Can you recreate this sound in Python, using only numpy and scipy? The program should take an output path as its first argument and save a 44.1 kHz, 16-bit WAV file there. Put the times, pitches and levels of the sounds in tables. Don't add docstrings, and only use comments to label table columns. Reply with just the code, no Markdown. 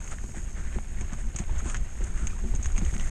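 import sys
import numpy as np
from scipy import signal
from scipy.fft import rfft, irfft, next_fast_len
from scipy.io import wavfile
from scipy.ndimage import uniform_filter1d, map_coordinates

SR = 44100
rng = np.random.default_rng(int(sys.argv[2]) if len(sys.argv) > 2 else 0)


def materialize(psi):
    bounded = np.clip(np.atleast_2d(psi).T, -1, 1)
    quanta = np.round(bounded * 32767).astype(np.int16)
    wavfile.write(sys.argv[1], SR, quanta)


N = 136710
TOP_HZ = 15200

# (frequency [Hz], relative level [dB])
GRIT_SPECTRUM = [(150, -5), (400, 6.5), (700, 7.5), (1150, 2.5), (1600, 3.5), (2200, 4), (3000, -1),
                 (4100, -9), (5500, -16), (8000, -5), (10500, -41), (15000, -75)]
# (frequency [Hz], relative level [dB])
ROLL_SPECTRUM = [(60, 5.5), (115, 8), (170, 3), (218, 3), (265, -5.5), (315, -6.5), (358, -3), (420, -12),
                 (700, -40), (1500, -55)]


def amp(db):
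    return 10 ** (np.asarray(db) / 20)


def unit(x):
    return x / np.sqrt(np.mean(x ** 2) + 1e-20)


def curve(rows):
    return np.interp(np.arange(N) / SR, *np.transpose(rows))


def wobble(rate):
    knots = rng.standard_normal(int(N * rate / SR) + 4)
    return map_coordinates(knots, [np.arange(N) * rate / SR])


def gains(points, size):
    hz, db = np.transpose(points)
    grid_hz = np.fft.rfftfreq(size, 1 / SR)
    return amp(np.interp(np.log(grid_hz + 1), np.log(hz + 1), db))


def coloured(x, points):
    size = next_fast_len(N + SR // 2)
    return unit(irfft(rfft(x, size) * gains(points, size), size)[:N])


def response(points, size=2048):
    cepstrum = irfft(np.log(gains(points, size)))
    cepstrum[1:size // 2] *= 2
    cepstrum[size // 2 + 1:] = 0
    impulse = irfft(np.exp(rfft(cepstrum)))
    return impulse / np.abs(impulse).max()


def grains(rate, spread_db):
    size_db = abs(spread_db) * np.clip(rng.standard_normal(N), -2, 2)
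    size = amp(size_db) * rng.choice([-1, 1], N)
    return unit(size * (rng.random(N) < rate / SR))


def wavering(x, share, rate):
    speed = 1 + share * wobble(rate)
    return map_coordinates(x, [np.cumsum(speed)], mode="mirror")


def add(track, s, sound):
    part = track[max(round(s * SR), 0):][:len(sound)]
    part += sound[:len(part)]


def tyres(bed_db=-3.0, grain_db=-3.0, pebble_db=-5, flutter_db=1.36):
    # (time [s], level [dB])
    crunch_level = [(0.0, -52), (0.27, -57.5), (0.43, -55), (0.71, -56), (1.18, -54), (1.48, -55.5),
                    (1.57, -49.5), (1.79, -54), (1.95, -55), (2.15, -54.5), (2.51, -53), (3.1, -52.5)]
    crush = amp(bed_db) * coloured(rng.standard_normal(N), GRIT_SPECTRUM)
    impacts = grains(rate=600, spread_db=1)
    crackle = amp(grain_db) * unit(signal.fftconvolve(impacts, response(GRIT_SPECTRUM))[:N])
    level = amp(curve(crunch_level) + flutter_db * wobble(30.14))
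    return level * (crush + crackle + amp(pebble_db) * pebbles())


def pebbles(spread_db=4):
    count, per_second = 2000, 260
    centre_hz, pitch_spread = 1722, 0.269
    decay_cycles = 5.5
    gap = rng.exponential(size=count)
    start = (np.cumsum(gap) * SR / per_second).astype(int)
    hz = centre_hz * np.exp(pitch_spread * rng.standard_normal(count))
    cycles = hz[:, None] * np.arange(SR // 50) / SR
    size = amp(spread_db * np.clip(rng.standard_normal(count), -2, 2))
    clicks = size[:, None] * np.sin(2 * np.pi * cycles) * np.exp(-cycles / decay_cycles)
    places = start[:, None] + np.arange(cycles.shape[1])
    return unit(np.bincount(places.ravel(), clicks.ravel(), N)[:N])


def scuffs():
    # (time of peak [s], level [dB], half length as Gaussian sigma [s], rasp pitch [Hz], fizz level [dB])
    scuff_events = [(0.124, -37, 0.014, 1540, -8.5), (0.373, -43.5, 0.017, 1840, -6),
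                    (0.582, -44.5, 0.018, 1580, -12.5), (0.66, -47.5, 0.044, 1650, -16),
                    (0.751, -45.5, 0.014, 1860, -11), (0.903, -54.5, 0.033, 1700, -14),
                    (1.001, -46, 0.021, 1900, -13), (1.137, -43, 0.0089, 1200, -10),
                    (1.2, -50.5, 0.015, 1510, 0), (1.401, -47, 0.023, 1980, -2.5),
                    (1.6, -38.5, 0.0072, 1410, -16), (1.656, -44, 0.015, 1230, -10),
                    (1.699, -40.5, 0.026, 1365, -2.5), (2.063, -47.5, 0.032, 1540, -6),
                    (2.221, -44, 0.056, 1480, -9), (2.769, -40.5, 0.0075, 2600, -7.5),
                    (2.888, -46.5, 0.019, 2100, -5.5), (2.948, -46.5, .008, 2200, -1),
                    (3.042, -46, 0.047, 1990, -6)]
    # (frequency [Hz], relative level [dB])
    fizz_spectrum = [(3000, -33), (5800, -10), (6500, 5.5), (7400, 0), (8700, -1), (9500, -10.5),
                     (10300, -49), (15000, -58)]
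    grit_db, rasp_db = -8, -7
    rasp_width_hz = 250
    t, out = np.arange(N) / SR, np.zeros(N)
    grit = amp(grit_db) * coloured(grains(rate=1200, spread_db=3), GRIT_SPECTRUM)
    fizz = coloured(grains(rate=3200, spread_db=2.5), fizz_spectrum)
    slips = grains(rate=700, spread_db=3.0)
    for s, db, half, hz, fizz_db in scuff_events:
        band = [hz - rasp_width_hz, hz + rasp_width_hz]
        rasp = unit(signal.sosfilt(signal.butter(2, band, "bandpass", fs=SR, output="sos"), slips))
        swell = amp(db) * np.exp(-((t - s) / half) ** 2 / 2)
        out += swell * (grit + amp(fizz_db) * fizz + amp(rasp_db) * rasp)
    return out


def stones():
    # (time [s], level [dB], pitch [Hz], time to fall 60 dB [s])
    knocks = [(.0763, -32.5, 2200, 0.0028), (.185, -33.5, 1820, 0.0063), (0.239, -38, 910, 0.0077),
              (.345, -38, 754, .02), (.672, -42, 1670, 0.01), (0.786, -25.5, 760, 0.0046),
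              (0.845, -38, 2000, 0.0049), (1.011, -37.5, 2300, 0.014), (1.133, -35.5, 1520, .008),
              (1.2404, -42, 1600, .008), (1.362, -40, 2250, 0.018), (1.387, -32.5, 2080, .016),
              (1.419, -39, 734, 0.03), (1.4387, -35.5, 2200, 0.0051), (1.494, -36, 890, 0.03),
              (1.671, -38.5, 1060, .01), (1.6995, -32, 2340, 0.01), (1.701, -36, 1350, .012),
              (1.7451, -25.5, 1710, 0.014), (1.7505, -29, 1670, 0.012), (1.756, -37, 1730, 0.035),
              (1.767, -28, 1920, 0.0023), (1.976, -40, 1500, .008), (2.016, -38, 1890, 0.016),
              (2.271, -33.5, 2270, 0.016), (2.301, -40, 2420, 0.031), (2.597, -40.5, 1260, 0.0088),
              (2.647, -38, 1700, 0.014), (2.6583, -25, 1720, 0.0047), (2.702, -35.5, 1400, 0.0077),
              (2.780, -30, 2270, 0.012), (2.8138, -28.5, 780, 0.0081), (2.849, -36.5, 2960, 0.011),
              (2.862, -36.5, 1900, 0.011), (2.910, -36.5, 2080, 0.0067), (2.939, -36.5, 1560, 0.012),
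              (2.9657, -28.5, 2220, 0.003), (2.9975, -26, 2830, 0.0062), (3.008, -34.5, 1950, 0.017),
              (3.072, -36.5, 1490, 0.0077)]
    # (frequency [Hz], relative level [dB])
    crack_spectrum = [(100, -31), (400, -4), (800, -1), (1700, 2.5), (2600, 1.5), (3400, -4), (4400, -13.5),
                      (6500, 1), (8500, -27), (10300, -41), (15000, -48)]
    ring_db, crack_db, scrape_db = -0.5, -15, -8.5
    scrape_share = 0.54
    crack_reach = 2.5
    out, t = np.zeros(N), np.arange(4096) / SR
    crack = response(crack_spectrum, size=4096)
    for s, db, hz, t60 in knocks:
        ring = np.sin(2 * np.pi * hz * t) * amp(-60 * t / t60)
        grit = unit(signal.fftconvolve(rng.standard_normal(len(t)), crack)[:len(t)])
        scrape = grit * np.exp(-t / (scrape_share * t60))
        lowpass = signal.butter(2, min(crack_reach * hz, TOP_HZ), fs=SR)
        contact = signal.lfilter(*lowpass, amp(crack_db) * crack + amp(scrape_db) * scrape)
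        add(out, s, amp(db) * (amp(ring_db) * ring + contact))
    return out


def bumps():
    # (time [s], level [dB], 1/e length of the judder [s], hardness as tilt of the modes [dB per octave])
    hits = [(.239, -34.5, 0.0026, 10.5), (.29, -32.5, 0.019, -10.5), (0.346, -41.5, 0.0065, 11),
            (.364, -31, 0.0073, 2), (0.469, -38.5, 0.013, -1), (0.578, -36.5, 0.016, -1),
            (0.759, -27, 0.0049, -4), (1.01, -31, 0.0058, -5.5), (1.119, -27.5, 0.0057, -2),
            (1.147, -32.5, 0.011, -3), (1.245, -35.5, 0.025, 0), (1.344, -26, 0.0055, -5.5),
            (1.396, -22, 0.014, -4), (1.506, -31, 0.011, 0), (1.62, -30, 0.013, -1), (1.655, -25, 0.033, 5),
            (1.76, -28.5, 0.0077, -10), (2.006, -30.5, 0.02, 5.5), (2.223, -28.5, 0.078, 1.5),
            (2.414, -32.5, 0.0043, -4.5), (2.438, -27.5, 0.027, 0), (2.486, -34.5, 0.0068, -2),
            (2.539, -25.5, 0.012, -6), (2.588, -33, 0.0056, 8), (2.779, -29.5, 0.0038, 0.5),
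            (2.814, -23.5, 0.0096, 4.5), (2.828, -31.5, 0.0092, 4), (2.924, -29, 0.0089, -1),
            (2.951, -28, 0.01, -2), (2.988, -33, 0.033, 0)]
    # (frequency [Hz], level before tilt [dB], time to fall 60 dB [s])
    case_modes = [(117.7, 2.5, 0.066), (168.5, 0, 0.053), (217.4, -0.5, 0.12), (282, -7, 0.051),
                  (352.4, -5.5, 0.08)]
    crushed_spectrum = [(200, -25), (500, 10), (900, 6.5), (2000, -12), (4000, -5.5), (12000, -70)]
    bump_db, jolt_db = -1.5, -0.5
    heave_hz, heave_s, heave_db = 51.6, 0.02, 3
    detune, uneven_db = 0.024, 2.1
    spray_s, spray_db = 0.01, -20.5
    tremble_s, tremble_db = 0.025, -17.5
    out, spray, tremble = np.zeros(N), np.zeros(N), np.zeros(N)
    t = np.arange(SR // 3) / SR
    heave = amp(heave_db) * np.sin(2 * np.pi * heave_hz * t) * np.exp(-t / heave_s)
    for s, db, length, hardness in hits:
        judder = rng.standard_normal(len(t)) * np.exp(-t / length)
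        push = amp(jolt_db) * judder / np.linalg.norm(judder)
        push[0] += 1
        ring = np.zeros(len(t))
        for k, (hz, level, t60) in enumerate(case_modes):
            mode_db = level + hardness * np.log2(hz) + rng.normal(0, uneven_db)
            mode_hz = hz * (1 + detune * rng.standard_normal())
            ring += (-1) ** k * amp(mode_db - 60 * t / t60) * np.sin(2 * np.pi * mode_hz * t)
        thud = signal.fftconvolve(push, ring)[:len(t)]
        add(out, s, amp(db + bump_db) * (thud / np.abs(thud).max() - heave))
        add(spray, s, amp(db + spray_db) * np.exp(-t / spray_s))
        add(tremble, s, amp(db + tremble_db) * np.exp(-t / tremble_s) * (1 - np.exp(-t / length)))
    grit = coloured(grains(rate=1500, spread_db=4.0), crushed_spectrum)
    shaking = coloured(rng.standard_normal(N), ROLL_SPECTRUM)
    return out + spray * grit + tremble * shaking


def clinks():
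    # (time [s], level [dB], 1/e length of the chatter [s])
    strikes = [(.043, -30.5, 0.0012), (0.078, -36.5, 0.0065), (0.112, -29, 0.003), (0.3692, -35.5, 0.0045),
               (.441, -38, 0.005), (1.0096, -31, 0.0078), (1.124, -36, 0.0022), (1.1315, -30.5, .003),
               (1.361, -19.5, 0.0036), (1.365, -35, 0.014), (1.3865, -24.5, 0.007), (1.5815, -30.5, 0.0025),
               (1.585, -32, 0.012), (1.6983, -22, 0.0016), (1.717, -33, 0.0018), (1.7452, -20, 0.00053),
               (1.749, -33, 0.0037), (1.76, -35.5, 0.0063), (1.768, -30.5, 0.0071), (2.039, -25, 0.00059),
               (2.0417, -32.5, 0.006), (2.174, -32.5, 0.0065), (2.2701, -22, 0.0051), (2.5498, -28, 0.004),
               (2.559, -28.5, 0.0035), (2.6273, -23.5, 0.0062), (2.6434, -29.5, 0.0073),
               (2.6578, -19.5, 0.0018), (2.664, -28, 0.0038), (2.718, -34, 0.0052), (2.779, -22.5, 0.0057),
               (2.788, -33, 0.0066), (2.849, -35.5, 0.0096), (2.86, -34, 0.006), (2.939, -33, .003),
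               (2.949, -31, .002), (2.9804, -25.5, 0.0013), (3.010, -26.5, 0.0015)]
    # (frequency [Hz], relative level [dB])
    metal_spectrum = [(200, -32), (600, -18), (1300, -14), (2300, -13.5), (3300, -17), (4400, -23),
                      (5800, -15), (6230, -1.5), (6500, 8.5), (7050, -5), (8400, -10.5), (9400, -30),
                      (10300, -60), (13500, -35), (15500, -60)]
    contact_db, chatter_db, ping_db = -8, -5.5, -10.5
    ping_hz, ping_spread = 7330, 0.076
    ping_t60 = 0.012
    out, t = np.zeros(N), np.arange(SR // 10) / SR
    contact = response(metal_spectrum)
    for s, db, length in strikes:
        links = rng.standard_normal(len(t)) * (rng.random(len(t)) < 4000 / SR)
        chatter = unit(signal.fftconvolve(links, contact)[:len(t)])
        chatter *= np.exp(-t / length) * (1 - np.exp(-t / 0.00034))
        hz = ping_hz * np.exp(ping_spread * rng.standard_normal())
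        ping = np.sin(2 * np.pi * hz * t) * amp(-60 * t / ping_t60)
        ping *= 1 - np.exp(-t / 0.00031)
        add(out, s, amp(db + contact_db) * contact)
        add(out, s, amp(db) * (amp(chatter_db) * chatter + amp(ping_db) * ping))
    return out


def running_rattle(bed_db=-1, grain_db=-3, flutter_db=-0.65):
    # (time [s], level [dB])
    rattle_level = [(0.0, -52), (0.19, -52.5), (0.95, -55.5), (1.44, -55), (1.55, -53.5), (1.84, -55),
                    (2.59, -52.5), (2.77, -52.5), (3.1, -49.5)]
    # (frequency [Hz], relative level [dB])
    fizz_spectrum = [(2000, -28), (4200, -19.5), (5900, -10), (6250, -7), (6490, 8), (6850, -1), (7600, -3),
                     (8600, -7), (9400, -12), (10200, -21.5), (12000, -21.5), (13500, -33), (15500, -70)]
    fizz = amp(bed_db) * coloured(rng.standard_normal(N), fizz_spectrum)
    impacts = grains(rate=350, spread_db=0.5)
    ticks = amp(grain_db) * unit(signal.fftconvolve(impacts, response(fizz_spectrum))[:N])
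    level = amp(curve(rattle_level) + flutter_db * wobble(30.0))
    return level * wavering(fizz + ticks, share=.009, rate=25)


def rumble(db=0, roll_db=-44, roll_follows=0.31):
    # (time [s], level [dB])
    shake_level = [(0.0, -35), (0.29, -32), (1.29, -29.5), (1.32, -41.5), (1.4, -34), (1.57, -23.5),
                   (1.62, -31.5), (1.8, -23), (1.88, -32.5), (2.04, -24.5), (2.07, -30), (2.62, -25.5),
                   (2.87, -21), (2.98, -30), (3.0, -25.5), (3.1, -26.5)]
    # (frequency [Hz], relative level [dB])
    rumble_spectrum = [(5, -0.5), (12, 0), (24, 4), (42, -4.5), (68, -7), (92, -19), (130, -36), (220, -63),
                       (600, -106), (1500, -110)]
    level_db = curve(shake_level)
    low = coloured(rng.standard_normal(N), rumble_spectrum)
    power = np.abs(uniform_filter1d(low ** 2, size=5000))
    low = unit(low / np.sqrt(power + .2))
    roll = coloured(rng.standard_normal(N), ROLL_SPECTRUM)
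    roll_level = amp(roll_follows * (level_db - level_db.mean()) + roll_db)
    lurch = amp(1.5 * wobble(14))
    return lurch * (amp(level_db + db) * low + roll_level * roll)


def scene():
    ground = tyres() + scuffs() + stones()
    bike = bumps() + clinks() + running_rattle()
    return (ground + bike + rumble())[None]


def record(dry):
    fade_s = .006
    t = np.arange(N) / SR
    edge = np.minimum(t, t[::-1])
    ease = np.sin(np.pi / 2 * np.clip(edge / fade_s, 0, 1)) ** 2
    return signal.sosfilt(signal.butter(16, TOP_HZ, fs=SR, output="sos"), dry * ease)


dry = scene()
out = record(dry)
materialize(out)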